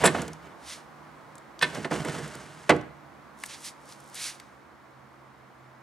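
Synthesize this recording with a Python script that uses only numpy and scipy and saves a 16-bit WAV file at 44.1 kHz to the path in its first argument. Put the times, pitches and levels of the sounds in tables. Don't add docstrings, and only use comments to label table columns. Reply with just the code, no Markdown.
import sys
import numpy as np
from scipy import signal
from scipy.fft import rfft, irfft, next_fast_len
from scipy.io import wavfile

SR = 44100
rng = np.random.default_rng(int(sys.argv[2]) if len(sys.argv) > 2 else 0)


def dump(signal):
    limited = np.clip(np.atleast_2d(signal).T, -1, 1)
    pcm = np.round(limited * 32767).astype(np.int16)
    wavfile.write(sys.argv[1], SR, pcm)


N = 256662
TIME = np.arange(N) / SR
AGE = TIME[:SR * 3 // 5]

# (time [s], level [dB])
AIR_LEVEL = [(0, -48.5), (1.4, -50), (4.3, -51), (4.7, -53)]
# (frequency [Hz], relative density [dB])
AIR_SPECTRUM = [(15, -81.5), (25, -65), (69, -9.5), (101, -19), (133, -8.5), (160, -19.5), (193, -8.5),
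                (274, -11), (340, -8), (378, -15.5), (469, -13), (1080, -9.5), (2230, -20.5), (2630, -27.5),
                (15500, -46.5)]
# (time [s], frequency [Hz])
HUM_PITCH = [(1.1, 151), (3.9, 143), (5, 133), (5.8, 130)]
# (time [s], level [dB])
HUM_LEVEL = [(.7, -66), (1.05, -54.5), (1.7, -68), (2.95, -55.5), (3.4, -66), (3.95, -59), (4.7, -65.5),
             (5, -57.5)]
# (start [s], length [s], judder level [dB], rasp level [dB], fade [dB/s])
SHOVES = [(-.04, .26, -23, -34.5, 105), (.135, .025, -33, -43, 45), (0.406, 0.041, -51, -62, 10),
          (1.598, .2, -40.5, -45, 5), (1.9, .09, -35, -40.5, 12), (2.04, .64, -38.5, -42, 31)]
# (frequency [Hz], relative density [dB])
JUDDER_SPECTRUM = [(40, -44), (80, -12.5), (160, -1.5), (300, 0), (600, -5.5), (1000, -5), (1800, -11),
                   (3000, -13.5), (6000, -28), (15000, -58)]
# (frequency [Hz], relative density [dB])
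RASP_SPECTRUM = [(500, -10.5), (1500, 10), (3000, -0.5), (5000, -0.5), (8500, -2), (11000, -10),
                 (15000, -36)]
# (frequency [Hz], level [dB], t60 [s])
WOOD_MODES = [(75.7, -12, 0.62), (123.6, -19.5, 0.287), (160, -10, 0.29), (224.4, -10, 0.36),
              (306, -8, 0.33), (363.8, -2, .22), (432, -9.5, .3), (476.3, 0, .19), (589, -3.5, 0.098),
              (668, -4, .2), (713.6, -1, 0.12), (830, -8.5, 0.17), (1036, -6, .09), (1283, -2, 0.066),
              (1451, 1, 0.072), (1807, -6, 0.054), (2012, -2, 0.07), (2111, -7.5, 0.063), (2570, -6.5, .07)]
# (frequency [Hz], relative density [dB])
PANEL_SPECTRUM = [(50, -29), (130, 2), (400, 2), (1000, -2.5), (2000, -3.5), (4000, -14.5), (7000, -17),
                  (10000, -16), (15000, -42)]
# (frequency [Hz], t60 [s])
PANEL_DECAY = [(100, 0.36), (400, .15), (1200, 0.09), (4000, 0.063), (12000, 0.034)]
# (time [s], level [dB], low-pass cutoff [Hz])
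KNOCKS = [(0.036, -13.5, 2300), (0.0512, -16.5, 4000), (0.075, -26.5, 5060), (0.184, -28, 700),
          (1.624, -29.5, 3000), (1.752, -30.5, 2550), (1.773, -26, 170), (1.846, -28, 3000),
          (1.91, -22.5, 1000), (1.945, -25, 250), (2.047, -25.5, 1100), (2.185, -31.5, 600),
          (2.256, -36, 400), (2.347, -36, 700), (2.6921, -9.5, 2200), (2.706, -17.5, 100),
          (2.747, -28, 600), (2.796, -39, 500)]
# (time [s], level [dB])
JINGLES = [(0.041, -22), (.047, -24.5), (.055, -17), (0.061, -17.5), (0.07, -23.5)]
# (frequency [Hz], bandwidth [Hz], level [dB])
PULL_MODES = [(5400, 1700, -12.5), (7670, 300, 7), (8100, 150, 11), (9880, 170, 9.5), (13850, 120, -14)]
# (time [s], level [dB])
CLACKS = [(.057, -17.5), (.074, -20), (1.6127, -27), (1.6244, -17.5), (1.629, -16.5), (1.6412, -23.5),
          (1.8453, -30), (2.694, -24)]
# (frequency [Hz], level [dB], t60 [s])
STRIP_MODES = [(990, -11.5, 0.092), (1534, -4, 0.075), (1786, 4, .06), (2127, -3.5, 0.072),
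               (2530, -6.5, 0.067), (2620, -7.5, 0.059), (2940, -14.5, 0.071), (3420, -5.5, 0.047),
               (4037, -8.5, 0.055)]
# (frequency [Hz], relative density [dB])
CRACK_SPECTRUM = [(400, -12.5), (1000, 1), (1800, -3), (3800, -0.5), (5000, -7), (7000, -23.5),
                  (8500, -13.5), (15000, -48)]
# (time [s], level [dB], pitch [Hz])
CLICKS = [(1.354, -43.5, 8100), (1.381, -43, 7660), (1.5918, -36, 4500), (1.623, -23.5, 8600),
          (1.749, -31, 6000), (2.049, -32.5, 8000), (2.278, -39, 8000), (2.352, -37, 8040),
          (2.694, -23.5, 8200), (2.7634, -40.5, 6960), (2.812, -47, 6000), (3.437, -24.5, 2100),
          (3.437, -33, 8500), (3.461, -31, 9000), (3.923, -41, 5500), (4.1442, -34, 9100),
          (4.153, -33, 9450), (4.399, -34.5, 2200), (4.399, -42, 8000)]
# (start [s], length [s], level [dB], treble tilt [dB], swell and fade time [s])
STROKES = [(0.692, 0.042, -42, -1.5, .033), (.8, .65, -77, 1, .1), (3.42, 0.21, -54.5, 3.5, .025),
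           (3.497, .055, -45.5, -3.5, .014), (3.648, .038, -40.5, 2.5, .014),
           (3.878, 0.23, -62.5, 2.5, 0.11), (3.895, .03, -52.5, 1, .02), (4.161, .14, -41.5, -0.5, 0.013),
           (4.223, 0.049, -35.5, 1, .034), (4.35, .08, -66, -2, .1)]
# (frequency [Hz], relative density [dB])
CLOTH_SPECTRUM = [(300, -24), (1000, -12.5), (2000, -0.5), (3000, -2), (4200, -0.5), (5800, -0.5),
                  (7500, -4), (9500, -2.5), (12000, -14.5), (15000, -28.5)]
# (frequency [Hz], t60 [s])
ROOM_DECAY = [(100, 0.73), (400, .42), (1500, 0.53), (5000, 0.35), (12000, 0.23)]
# (frequency [Hz], left minus right [dB])
BALANCE = [(60, -4), (200, -4), (400, -4.5), (700, -4), (1300, -1.2), (2500, -0.5), (5000, -1.5), (9000, 1),
           (15000, 0)]


def amp(db):
    return 10 ** (np.asarray(db) / 20)


def rms_one(x):
    return x / np.sqrt(np.mean(x ** 2) + 1e-20)


def in_time(curve):
    return np.interp(TIME, *np.transpose(curve))


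def at_hz(points, hz):
    f, value = np.transpose(points)
    return np.interp(np.log(np.maximum(hz, 1)), np.log(f), value)


def colour(x, spectrum):
    size = next_fast_len(x.shape[-1])
    gain = amp(at_hz(spectrum, np.fft.rfftfreq(size, 1 / SR)))
    return rms_one(irfft(rfft(x, size) * gain, size)[..., :x.shape[-1]])


def cut(x, hz, kind, order=1):
    return signal.sosfilt(signal.butter(order, min(hz, SR / 2 - 1), kind, fs=SR, output="sos"), x + 1e-18)


def resonate(x, modes):
    return rms_one(sum(amp(db) * signal.lfilter(*signal.iirpeak(hz, hz / width, fs=SR), x)
                       for hz, width, db in modes))


def damping(t60, hold_s):
    return np.exp(-np.log(1000) * np.maximum(AGE - hold_s, 0) / t60)


def damped_noise(noise, decay, hold_s=0):
    hz, spectrum, out = np.fft.rfftfreq(len(AGE), 1 / SR), rfft(noise), 0
    for centre in 40 * 2. ** np.arange(10):
        share = np.maximum(1 - np.abs(np.log2(np.maximum(hz, 1) / centre)), 0)
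        out = out + irfft(spectrum * share, len(AGE)) * damping(at_hz(decay, centre), hold_s)
    return out


def ringing(modes, hold_s=0):
    hz, db, t60 = np.transpose(modes)[:, :, None]
    return amp(db) * np.sin(2 * np.pi * hz * AGE) * damping(t60, hold_s)


def drift(hz):
    return rms_one(cut(rng.standard_normal(N + SR), hz, "low", order=2)[SR:])


def grains(per_s, spread_db):
    sizes = amp(spread_db * np.minimum(rng.exponential(1, N), 4)) * rng.standard_normal(N)
    return rms_one(sizes * (rng.random(N) < per_s / SR))


def add(out, s, sound):
    start = max(round(s * SR), 0)
    out[start:start + len(sound)] += sound[:N - start]


def room_tone(apart_db=-1.0, waver=0.16):
    air = colour(rng.standard_normal(N) + amp(apart_db) * rng.standard_normal((2, N)), AIR_SPECTRUM)
    phase = 2 * np.pi * np.cumsum(in_time(HUM_PITCH)) / SR
    modulation = 1 + waver * (drift(7.8) + 1j * drift(7))
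    hum = np.real(modulation * np.exp(1j * phase))
    return amp(in_time(AIR_LEVEL)) * air + amp(in_time(HUM_LEVEL)) * hum


def shoves(attack_s=0.023, release_db_per_s=137, rasp_fade_ratio=0.71):
    judder, rasp = 0, 0
    for start, length, judder_db, rasp_db, fade_db_per_s in SHOVES:
        age = np.maximum(TIME - start, 0)
        gate = np.minimum(age / attack_s, 1) * amp(-release_db_per_s * np.maximum(age - length, 0))
        slowing_db = fade_db_per_s * np.minimum(age, length)
        judder = judder + gate * amp(judder_db - slowing_db)
        rasp = rasp + gate * amp(rasp_db - rasp_fade_ratio * slowing_db)
    return judder, rasp


def runners(body_db=-9.5, hollow_db=-2.5, slip_wear_db=0.9, rasp_wear_db=1.6, splinter_db=-11.0):
    judder_gain, rasp_gain = shoves()
    wear = drift(28)
    slips = grains(per_s=900, spread_db=0.0) * judder_gain * amp(slip_wear_db * wear)
    body = cut(ringing(WOOD_MODES).sum(axis=0), 595, "low")
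    panels = damped_noise(colour(rng.standard_normal(len(AGE)), JUDDER_SPECTRUM), PANEL_DECAY)
    hollow = ringing([(156, 0, 0.22)])[0]
    parts = [(body_db, body), (0, panels), (hollow_db, hollow)]
    response = sum(amp(db) * part / np.linalg.norm(part) for db, part in parts)
    fine = grains(per_s=9000, spread_db=1.5)
    splinters = amp(splinter_db) * grains(per_s=160, spread_db=1.5)
    rasp = rasp_gain * amp(rasp_wear_db * wear) * colour(fine + splinters, RASP_SPECTRUM)
    return signal.fftconvolve(slips, response)[:N] + rasp


def rebounds(level_db, loss_db, hz, first_s=.1455, gap_s=.0725, shrink=.85, count=4):
    bounce = np.arange(count)
    gaps = gap_s * shrink ** bounce
    times = first_s + np.cumsum(gaps) - gaps
    return [(s, db, hz) for s, db in zip(times, level_db - loss_db * bounce)]


def knocks(modes_db=-10.0, panels_db=-1.0, vary_db=2.0, rise_s=0.0014):
    out = np.zeros(N)
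    for s, db, dull_hz in KNOCKS + rebounds(level_db=-24, loss_db=8.5, hz=1900):
        thin_hz = 125.2 * (dull_hz / 1000) ** .5
        contact_s = .018 * amp(db) ** .27
        modes = ringing(WOOD_MODES, contact_s / 2)
        weights = amp(modes_db + vary_db * rng.standard_normal(len(modes)))
        weights *= rng.choice([-1, 1], len(modes))
        noise = colour(rng.standard_normal(len(AGE)), PANEL_SPECTRUM)
        panels = amp(panels_db) * damped_noise(noise, PANEL_DECAY, contact_s)
        blow = (weights @ modes + panels) * (1 - np.exp(-AGE / rise_s))
        add(out, s, amp(db) * cut(cut(blow, dull_hz, "low"), thin_hz, "high", order=2))
    return out


def metal_pull(chatter_s=.007, bare_db=-14.0):
    out = np.zeros(N)
    for s, db in JINGLES:
        chatter = rng.standard_normal(len(AGE)) * np.exp(-AGE / chatter_s)
        ring = resonate(chatter, PULL_MODES) * np.std(chatter)
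        bare = amp(bare_db) * cut(chatter, 4000, "high")
        add(out, s, amp(db) * cut(ring + bare, 12000, "low", order=3))
    return out


def clacks(modes_db=-2.5, crack_db=0.5, crack_s=0.0058, rise_s=0.00084):
    out, modes = np.zeros(N), ringing(STRIP_MODES)
    for s, db in CLACKS:
        crack = colour(rng.standard_normal(len(AGE)), CRACK_SPECTRUM) * np.exp(-AGE / crack_s)
        ring = rng.choice([-1, 1], len(modes)) @ modes
        clack = amp(modes_db) * ring + amp(crack_db) * crack
        add(out, s, amp(db) * clack * (1 - np.exp(-AGE / rise_s)))
    return out


def clicks(fade_s=0.0027, rise_s=0.00022):
    out = np.zeros(N)
    pull_ticks = rebounds(level_db=-25, loss_db=4.3, hz=7400)[1:]
    for s, db, hz in CLICKS + pull_ticks:
        peak = [(hz / 10, -14), (hz / 2, -7), (hz, 0), (2 * hz, -14.5), (10 * hz, -29)]
        tone = colour(rng.standard_normal(len(AGE)), peak)
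        tone = cut(cut(tone, 14000, "low", order=3), hz / 3, "high", order=2)
        add(out, s, amp(db) * tone * np.exp(-AGE / fade_s) * (1 - np.exp(-AGE / rise_s)))
    return cut(out, 12700, "low", order=4)


def strokes():
    start, length, db, tilt_db, edge_s = np.transpose(STROKES)[:, :, None]
    outside_s = np.maximum(np.maximum(start - TIME, TIME - start - length), 0)
    power = (amp(db) * np.exp(-outside_s / edge_s)) ** 2 + 1e-18
    total = power.sum(axis=0)
    return 10 * np.log10(total), (power * tilt_db).sum(axis=0) / total


def sleeve(split_hz=6000, snag_db=-53.5, snag_hz=8500):
    db, tilt_db = strokes()
    rub = colour(rng.standard_normal(N), CLOTH_SPECTRUM)
    low = cut(rub, split_hz, "low")
    tilted = low * amp(-tilt_db) + (rub - low) * amp(tilt_db)
    light_touch = np.minimum(amp(db + 59.5), 1) ** 2 * np.clip(tilt_db / 3, 0, 1)
    snags = resonate(grains(per_s=110, spread_db=1.0), [(snag_hz, 5000, 0)])
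    return amp(db) * tilted + amp(snag_db) * light_touch * cut(snags, 12000, "low", order=2)


def place(x, left_db):
    return x * amp(left_db * np.array([[.5], [-.5]]))


def room(x, wet_db=-18.0, build_s=0.0055):
    noise = rng.standard_normal(len(AGE)) + rng.standard_normal((2, len(AGE)))
    tail = damped_noise(noise, ROOM_DECAY) * (1 - np.exp(-AGE / build_s))
    tail /= np.linalg.norm(tail, axis=1, keepdims=True)
    return x + amp(wet_db) * signal.fftconvolve(x, tail, axes=1)[:, :N]


def scene(bass_cut_hz=62):
    wood = knocks() + clacks() + runners()
    wood = cut(cut(wood, bass_cut_hz, "high", order=2), bass_cut_hz, "high", order=2)
    fittings = metal_pull() + clicks()
    direct = place(wood, left_db=-0.5) + place(fittings, left_db=1.5) + place(sleeve(), left_db=-1.0)
    return room(direct) + room_tone()


def record(dry, left_lead_s=.000014, ceiling=.92, cutoff_hz=15700):
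    size = next_fast_len(N + SR // 10)
    hz = np.fft.rfftfreq(size, 1 / SR)
    side = np.array([[.5], [-.5]])
    response = amp(side * at_hz(BALANCE, hz)) * np.exp(2j * np.pi * hz * left_lead_s * side)
    heard = irfft(rfft(dry, size) * response, size)[:, :N]
    rounded = heard / (1 + (heard / ceiling) ** 4) ** .25
    low_pass = signal.ellip(12, .1, 80, cutoff_hz, fs=SR, output="sos")
    return signal.sosfilt(low_pass, rounded)


dry = scene()
out = record(dry)
dump(out)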